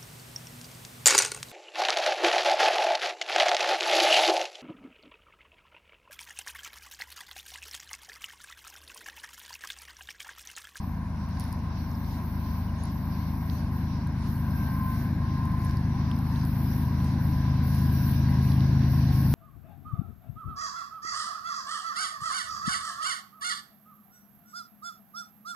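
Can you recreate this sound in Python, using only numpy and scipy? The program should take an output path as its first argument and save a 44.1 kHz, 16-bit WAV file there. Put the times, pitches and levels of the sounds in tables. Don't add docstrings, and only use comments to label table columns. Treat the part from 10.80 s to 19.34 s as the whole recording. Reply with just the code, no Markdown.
import sys
import numpy as np
from scipy import signal
from scipy.io import wavfile
from scipy.ndimage import uniform_filter1d

SR = 44100
rng = np.random.default_rng(int(sys.argv[2]) if len(sys.argv) > 2 else 0)


def master_out(mix):
    frames = np.transpose(np.atleast_2d(mix))
    ceiling = np.clip(frames, -1, 1)
    pcm = np.round(ceiling * 32767).astype(np.int16)
    wavfile.write(sys.argv[1], SR, pcm)


def elevation(decibels):
    levels = np.asarray(decibels, float)
    return 10 ** (levels / 20)


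N = 376613
T = np.arange(N) / SR

# (time [s], nearness [0 far - 1 near])
APPROACH = [(0, -0.15), (1, -0.037), (2, 0.095), (3, 0.3), (4, 0.42), (5, 0.57), (6, 0.66), (7, 0.87),
            (7.6, 1.004), (8.54, 1.07)]
# (multiple of the engine cycle [1], far level [dB], near level [dB])
ENGINE_ORDERS = [(5, -60, -52), (6, -41.5, -41), (7, -51, -51), (8, -61, -55), (9, -36.5, -29.5),
                 (10, -47, -41), (11, -43, -36), (12, -41, -34), (13, -54, -46), (14, -54, -36),
                 (15, -43.5, -26), (16, -47, -34.5), (17, -49.5, -41), (18, -42, -35), (19, -48, -44),
                 (20, -52, -45), (21, -44, -37), (22, -47, -39), (23, -62, -50), (24, -54, -44),
                 (25, -46.5, -40), (26, -50, -42), (27, -51, -42.5), (28, -48.5, -39), (29, -56, -49),
                 (30, -52, -44), (31, -57, -51), (32, -65, -56), (33, -59, -50), (34, -67, -52),
                 (35, -67, -58), (37, -70, -56), (43, -80, -63)]
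# (frequency [Hz], level [dB])
RUMBLE_SPECTRUM = [(20, -15.5), (40, -10.5), (62, 6.5), (75, 0.5), (100, 0.5), (200, 0), (300, -7),
                   (325, -14), (350, -10.5), (400, -20.5), (800, -41), (1500, -88.5)]
# (time [s], frequency [Hz])
BLADE_RATE = [(0, 536.5), (8.54, 541.8)]
# (multiple of the blade rate [1], far level [dB], near level [dB])
BLOWER_HARMONICS = [(2, -61, -58), (3, -67, -57.5), (4, -67, -65)]
# (frequency [Hz], level [dB])
HUM_SPECTRUM = [(250, -9.5), (420, -14.5), (528, -15), (575, -9.5), (880, -6.5), (1030, 0.5), (1130, -10),
                (1310, -16), (1550, -9), (1690, -13), (2200, -18.5), (2260, -19), (3200, -32.5),
                (4160, -25.5), (7040, -120)]
# (time [s], level [dB])
HUM_LEVEL = [(0, -52), (.6, -50.5), (3.5, -51.5), (3.9, -50), (4.3, -50.5), (7.6, -51.5), (8.0, -51.5),
             (8.54, -52)]
# (frequency [Hz], level [dB])
ROAR_SPECTRUM = [(380, -25.5), (520, 0), (650, 2), (800, 6), (920, -8.5), (1100, -28)]
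# (frequency [Hz], level [dB])
GRASS_SPECTRUM = [(8800, -42), (9800, -5), (10500, -3), (14000, 1), (15500, -5)]
# (frequency [Hz], level [dB])
HISS_SPECTRUM = [(1530, -23.5), (2600, -2.5), (3250, -7), (4150, -2), (4720, -2), (5160, -2), (5800, -1.5),
                 (6600, -20), (8580, -46), (14500, -120)]
# (time [s], level [dB])
HISS_LEVEL = [(0, -63), (.2, -67.5), (.5, -60.5), (.85, -63), (2.2, -62.5), (4.5, -62.5), (6.6, -57),
              (7.1, -53.5), (8.54, -53)]
# (frequency [Hz], level [dB])
PUFF_TREBLE = [(5500, -24.5), (6400, 1), (7400, -10.5), (8600, -12.5), (9400, 0.5), (10500, -5.5),
               (12000, -23)]
RAIL_HZ = (8800, 9600, 10200, 10900, 11600, 12200, 12850, 13500, 14000, 14400, 14800, 15400)
RAIL_SHAPE = (-27.5, -13.5, -8, -5.5, -1.5, -3, 4, 0, 1, 0, 1, -6)
RAIL_MODES = (10950, 12054, 12138, 12678, 12754, 12803, 12935, 14057, 14404, 14478, 14754, 14905)
# (start [s], hold [s], level at the start [dB], level at the end [dB])
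RAIL_BURSTS = [(0.02, .07, -64, -63), (.44, 0.035, -67, -72), (.6, 0.12, -66, -65),
               (0.966, 0.4, -63.5, -59), (1.426, 0.37, -59, -58), (2.09, 0.66, -61.5, -57.5),
               (2.9, .06, -63, -57.5), (3.478, 0.28, -56, -61), (3.734, 0.5, -56, -56),
               (4.508, 0.23, -72, -66), (4.788, 0.072, -60, -63), (5.35, 0.27, -61, -66),
               (5.64, 0.36, -55.5, -52.5), (6.17, .07, -62, -63), (6.405, 0.17, -54.5, -60),
               (6.832, 0.24, -52.5, -53), (7.107, 0.21, -52, -49.5), (7.494, 0.026, -51, -58),
               (7.62, 0.11, -54, -55.5), (8.088, 0.11, -53.5, -54), (8.313, .25, -53.5, -48.5)]
# (time [s], peak level [dB], ring frequency [Hz], relative snap level [dB], left-right [dB])
TICKS = [(0.4892, -51, 3000, 0, -4), (0.5982, -43, 5000, 7, -8), (0.605, -43, 5500, -1, 0.),
         (0.6395, -50, 5000, 5, -6), (0.7268, -46, 5200, 6, 0.), (0.7278, -44, 5330, 0., 6),
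         (2.037, -50, 5070, 6, 3), (2.0542, -50, 5500, -3, -6), (3.273, -50, 4400, 4, 1),
         (3.5805, -52, 3100, 2, -3), (3.709, -50, 5430, -1, 4), (3.558, -52, 5000, 2, 0.),
         (4.655, -59, 2970, 13, -5), (4.7194, -57, 3880, 6, -1), (4.849, -52, 5500, 4, -3),
         (4.8953, -43, 4900, -10, -2.5), (5.3636, -46, 4940, -5, -1.5), (5.3894, -51, 5770, 1, 6),
         (5.651, -45, 5090, 3, 1), (6.2446, -47, 5180, -1, -3), (6.9494, -50, 5680, 7, -2),
         (7.655, -50.5, 5200, 6, -1), (8.358, -55, 5200, 5, -2)]
# (time [s], peak level [dB], ring frequency [Hz], relative snap level [dB], left-right [dB])
POPS = [(0.572, -43, 4380, -15, -2), (.6062, -40, 5000, -25, 0.), (.651, -47, 5300, -20, -1),
        (0.79, -51, 5560, -20, -2), (1.114, -48, 5600, -15, -1), (1.245, -46, 4000, -15, -6),
        (2.6979, -38.5, 4240, -28, -14), (4.909, -42, 4720, -19, -8), (4.97, -40, 4900, -7, -6),
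        (5.3135, -35.5, 3200, -14, -9), (5.5583, -44.5, 4000, -18, -18), (5.5971, -44, 5340, -10, -4),
        (5.612, -43, 4740, -14, -3.5), (6.2007, -45, 3390, -18, -8), (7.718, -38, 4200, -24, -5),
        (7.8056, -38, 3970, -23, -10)]
# (start [s], length [s], frequency [Hz], glide [Hz/s], level [dB])
SECOND_BLOWER_WHINES = [(.55, .3, 1050, 0, -55), (1.6, .3, 1045, 0, -52), (1.98, .25, 1044, 0, -55),
                        (3.77, .17, 1042, 0, -44.5), (3.9, .3, 1038, -7, -43.5), (4.18, .16, 1028, 0, -52),
                        (4.36, .5, 1050, -32, -47.5), (4.68, .34, 1041, -45, -47), (4.96, .55, 1011, -38, -50.5),
                        (5.46, .16, 925, 0, -52), (5.92, .26, 969, 0, -52), (6.1, .4, 1007, 4, -46.5),
                        (6.42, .5, 1008, 2, -46.5), (6.78, .5, 1006, 0, -49), (6.95, .45, 977, 10, -50),
                        (7.28, .42, 976, 4, -48.5), (3.68, .34, 1565, -14, -48.5), (3.48, .26, 1568, 0, -58),
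                        (3.94, .35, 1555, -70, -57), (6.8, .5, 1514, -10, -57), (8.05, .7, 1078, 0, -55)]
# (time [s], frequency [Hz], decay [s], level [dB])
CASING_HITS = [(3.325, 11000, .001, -51), (3.531, 11500, .001, -47), (3.709, 9300, 0.0013, -44),
               (.666, 11000, .001, -50), (.68, 10900, .0015, -47), (.691, 10500, .0008, -50),
               (.7205, 10500, .001, -50), (.744, 11200, .001, -50), (.5978, 11200, .0008, -34),
               (.605, 10950, .009, -46), (.617, 10950, .003, -45), (.6395, 11000, .003, -46),
               (2.0368, 10000, .0018, -35), (2.0542, 10900, .0015, -41), (4.849, 11000, .002, -39),
               (4.856, 9500, .0015, -42), (4.856, 11500, .0015, -46), (4.998, 11000, .001, -52)]
# (start [s], length [s], first frequency [Hz], last frequency [Hz], level [dB])
BIRD_NOTES = [
    (1.147, .012, 4650, 5950, -51),
    (1.138, .014, 4500, 6000, -60),
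    (1.875, .035, 3100, 2700, -59),
    (5.24, .055, 4650, 5050, -58),
    (5.285, .07, 5000, 5350, -61),
    (5.9, .03, 5750, 5600, -55),
]
# (frequency [Hz], level [dB])
MICROPHONE_FLOOR = [(5000, -19.5), (6200, -3.5), (7300, -12), (8500, -12.5), (9200, -2), (10000, -2.5),
                    (11800, -9), (15500, -6.5)]
# (frequency [Hz], threshold [dB])
LOST_BINS = [(2600, -12), (3100, -2), (3700, -12), (5800, -20), (6400, 0), (7800, -1.5), (8900, 0),
             (10000, -2), (11500, -5), (13000, -20), (13600, -4), (14200, -20)]


def evened(x):
    return x / np.sqrt(np.mean(x ** 2) + 1e-20)


def read(points, hz):
    f, value = np.transpose(points)
    return np.interp(np.log(hz + 1), np.log(f + 1), value)


def column(rows, t, order=1):
    rows = np.array(rows)
    return np.interp(t, rows[:, 0], rows[:, order])


def between(far_db, near_db):
    return far_db + (near_db - far_db) * column(APPROACH, T)


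def drift(rate_hz):
    t, f = T[::128], np.geomspace(.1, rate_hz, 16)
    sines = np.sin(2 * np.pi * (t[:, None] * f + rng.random(16)))
    slow = (sines / f ** 0.29).sum(1)
    return np.interp(T, t, evened(slow))


def ports(x, pan_db):
    return x * elevation(np.array([[pan_db / 2], [-pan_db / 2]]))


def noise(spectrum, same, lag=0., turn=0., size=1024, patch_db=4.0, patch_hz=304.8, patch_s=0.065, tilt=None):
    hop, hz = size // 4, np.fft.rfftfreq(size, 1 / SR)
    a, b, c, d, patch = rng.standard_normal((N // hop + 5, len(hz), 5)).T
    patch = uniform_filter1d(patch, 1 + int(patch_hz * size / SR), 0)
    patch = evened(uniform_filter1d(patch, 1 + int(patch_s * SR / hop), 1))
    same = np.clip(read(same, hz), 0, 1)[:, None]
    left, other = a + 1j * b, c + 1j * d
    late = np.exp(-2j * np.pi * hz * lag / SR - 1j * turn)[:, None]
    right = same * late * left + np.sqrt(1 - same ** 2) * other
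    z = np.array([left, right]) * elevation(read(spectrum, hz))[:, None]
    steady = signal.istft(z[0], nperseg=size, noverlap=size - hop)[1]
    level = np.sqrt(np.mean(steady ** 2))
    shape_db = patch_db * patch
    if tilt:
        edge_hz, sign, lift_db = tilt
        share = 1 / (1 + np.exp(np.clip(sign * (edge_hz - hz) / 120, -50, 50)))
        t = np.arange(z.shape[2]) * hop / SR
        shape_db = shape_db + share[:, None] * np.interp(t, T, lift_db)
    return signal.istft(z * elevation(shape_db), nperseg=size, noverlap=size - hop)[1][:, :N] / level


def engine():
    cycle_hz, start_cycles = 8.784, .15949
    hunt = .005 * np.cos(2 * np.pi * (T - 2.3) / 6.)
    cycle = 2 * np.pi * (cycle_hz * T + start_cycles + hunt) + .012 * drift(.6)
    out = 0
    for k, far_db, near_db in ENGINE_ORDERS:
        smear = .464382 * k ** 2 + .0010985 * k ** 3 + .268 * (k % 3 == 0) + .168
        phase = k * cycle + 2 * np.pi * smear
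        level = elevation(between(far_db, near_db) + .7 * drift(4))
        out = out + level * np.cos(phase + .07 * drift(3))
    return ports(np.sqrt(2) * out, 1.6)


def rumble():
    low = noise(RUMBLE_SPECTRUM, [(50, 0.94), (400, 0.97)], size=4096, patch_db=1.8, patch_hz=12., patch_s=.3)
    return low * elevation(between(-39.5, -33)) * ports(1, 1.8)


def tone_ports(x):
    return np.sqrt(2) * np.array([x, .9 * np.roll(x, 6)])


def blowers():
    blade = 2 * np.pi * np.cumsum(column(BLADE_RATE, T) + .35 * drift(5)) / SR
    out = 0
    for k, far_db, near_db in BLOWER_HARMONICS:
        out = out + elevation(between(far_db, near_db) + 2 * drift(15)) * np.cos(k * blade)
    turbo = 2 * np.pi * np.cumsum(4113 + 5 * drift(30)) / SR
    out = out + elevation(between(-90, -69) + 3 * drift(11)) * np.cos(turbo)
    return tone_ports(out)


def hum():
    upper_db = between(-2.14, 4)
    far = noise(HUM_SPECTRUM, [(400, 0.43), (900, 0.95), (1500, 0.41), (2500, 0.82)], lag=2.45,
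                patch_db=1.3, tilt=(1300, 1, upper_db))
    return far * elevation(column(HUM_LEVEL, T) + 6) * ports(0.93, 0.76)


def wagons():
    roar = noise(ROAR_SPECTRUM, [(500, .85), (900, .9)], lag=2.6, patch_db=0.5)
    rustle = noise(GRASS_SPECTRUM, [(10000, .4), (15000, .4)], size=512, patch_db=-0.5)
    return roar * elevation(between(-63, -51.5)) + rustle * elevation(between(-78.5, -62))


def puffs(offset_s, width_s):
    first_s, period_s, quicken_s = .621, .7193, .0016
    turn = np.arange(12)
    at = first_s + offset_s + period_s * turn - quicken_s * turn ** 2
    nearest = at[np.searchsorted((at[1:] + at[:-1]) / 2, T)]
    return np.exp(-((T - nearest) / width_s) ** 2) * elevation(2 * between(0, 1))


def hiss():
    air = noise(HISS_SPECTRUM, [(2500, 0.08), (6000, 0.13)], lag=9.1, size=512,
                patch_db=1.6, patch_hz=700., patch_s=.03)
    treble = noise(PUFF_TREBLE, [(6000, 0.48), (10000, .3)], size=512)
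    sharp, soft = puffs(0, 0.067), puffs(0.36, 0.095)
    power = elevation(2 * column(HISS_LEVEL, T)) + elevation(2 * -59) * sharp + elevation(2 * -59.5) * soft
    body = air * np.sqrt(power) * elevation(4.5) * ports(0.72, -2.3)
    return body + ports(treble, 0.0) * np.sqrt(sharp) * elevation(-66)


def bursts():
    rise_s, fall_db_per_s = 0.045, 106.5
    power = np.zeros(N)
    for s, hold, from_db, to_db in RAIL_BURSTS:
        db = np.interp(T, (s, s + hold, s + hold + 1), (from_db, to_db, to_db - fall_db_per_s))
        rise = np.clip((T - s) / rise_s + .5, 0, 1)
        power += (rise * elevation(db)) ** 2
    return power


def rail():
    lag, turn = 23., 2.85
    burst = bursts()
    upper = burst + elevation(2 * between(-78, -69))
    lower = burst * elevation(2 * between(-12, -7)) + elevation(2 * between(-82.5, -72.5))
    lower_lift_db = 10 + 10 * np.log10(lower / upper)
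    song = noise(list(zip(RAIL_HZ, RAIL_SHAPE)), [(9000, .5), (12000, .78)], lag=lag, turn=turn,
                 patch_db=4.5, patch_hz=30., patch_s=0.15, tilt=(11700, -1, lower_lift_db))
    for hz in RAIL_MODES:
        behind = np.array([[0], [2 * np.pi * hz * lag / SR + turn]])
        level = elevation(-25. + 6.9 * drift(4.7))
        song = song + level * np.cos(2 * np.pi * hz * T + 3.4 * drift(8.3) - behind)
    return song * np.sqrt(upper) * elevation(1.8) * ports(1, 3.4)


def ticks():
    ring_s, snap_s, crack_s = 0.00257, 0.001, 0.00086
    t, out = np.arange(600) / SR, np.zeros((2, N + 600))
    u = np.minimum(t / ring_s, 1)
    for s, db, hz, snap_db, pan_db in POPS + TICKS:
        detune, start = rng.random(2)
        glide = 0.5 * np.clip(-snap_db / 22, .3, 1.2)
        swell = np.sin(np.pi * u ** (1.43 if snap_db < -4.5 else .6)) ** 2
        ring = swell * np.sin(2 * np.pi * np.cumsum(hz * (1 + glide * (2 * u - 1.2))) / SR)
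        snap = 0
        for f, gain in ((9500, 1), (11000, 1), (13300, .45)):
            snap = snap + gain * np.sin(2 * np.pi * f * (.98 + .04 * detune) * t + 6 * start)
        crack = np.diff(rng.standard_normal(601)) * np.exp(-t / crack_s)
        snap = 0.61 * snap + 0.5 * crack
        tick = ring + 1.34 * elevation(snap_db) * snap * np.exp(-t / snap_s)
        out[:, round(s * SR):][:, :600] += ports(elevation(db) * tick, pan_db)
    return out[:, :N]


def second_blower():
    flutter, waver = elevation(2.5 * drift(20)), .5 * drift(8.1)
    out = np.zeros(N)
    for s, length, hz, glide, db in SECOND_BLOWER_WHINES:
        since = np.clip(T - s, 0, length)
        swell = abs(np.sin(np.pi * since / length)) ** 0.75
        phase = 2 * np.pi * (hz * since + glide * since ** 2 / 2)
        out += swell * flutter * elevation(db) * np.cos(phase + waver)
    return tone_ports(out)


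def casing():
    t, out = np.arange(2000) / SR, np.zeros((2, N))
    for s, hz, decay, db in CASING_HITS:
        ring = np.sin(2 * np.pi * hz * t) * np.exp(-t / decay) * np.minimum(t / .0004, 1)
        out[:, round(s * SR):][:, :2000] += elevation(db) * ring
    return out


def bird():
    out = np.zeros(N)
    for s, length, from_hz, to_hz, db in BIRD_NOTES:
        u = np.clip((T - s) / length, 0, 1)
        phase = 2 * np.pi * np.cumsum(from_hz + (to_hz - from_hz) * u) / SR
        out += elevation(db) * np.sin(np.pi * u) * np.cos(phase)
    return ports(out, -4.0)


def scene():
    train = engine() + rumble() + blowers() + wagons() + hiss() + rail() + second_blower()
    return train + hum() + ticks() + casing() + bird()


def roll_off(x):
    return signal.sosfilt(signal.butter(12, 16390, fs=SR, output="sos"), x)


def record(dry):
    wet = dry + elevation(-68.5) * noise(MICROPHONE_FLOOR, [(5000, 0.15), (15000, 0.17)])
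    hz, _, z = signal.stft(wet, SR, nperseg=1024, noverlap=512)
    power = (abs(z) ** 2).mean(0)
    treble = power[hz > 9000].mean(0)
    treble_lift = (treble / np.median(treble)) ** .09
    smooth = uniform_filter1d(power, size=13, axis=0)
    around = np.exp(uniform_filter1d(np.log(smooth + 1e-20), size=9, axis=1))
    threshold = around * treble_lift * elevation(2 * read(LOST_BINS, hz))[:, None]
    kept = uniform_filter1d(power, size=4, axis=0) > threshold
    kept = kept | (hz < 2000)[:, None]
    band_limit = np.where(hz < 15480, 1, elevation(-28) * (hz < 15830))
    z = z * kept * band_limit[:, None]
    mix = signal.istft(z, SR, nperseg=1024, noverlap=512)[1][:, :N]
    return roll_off(mix)


dry = scene()
out = record(dry)
master_out(out)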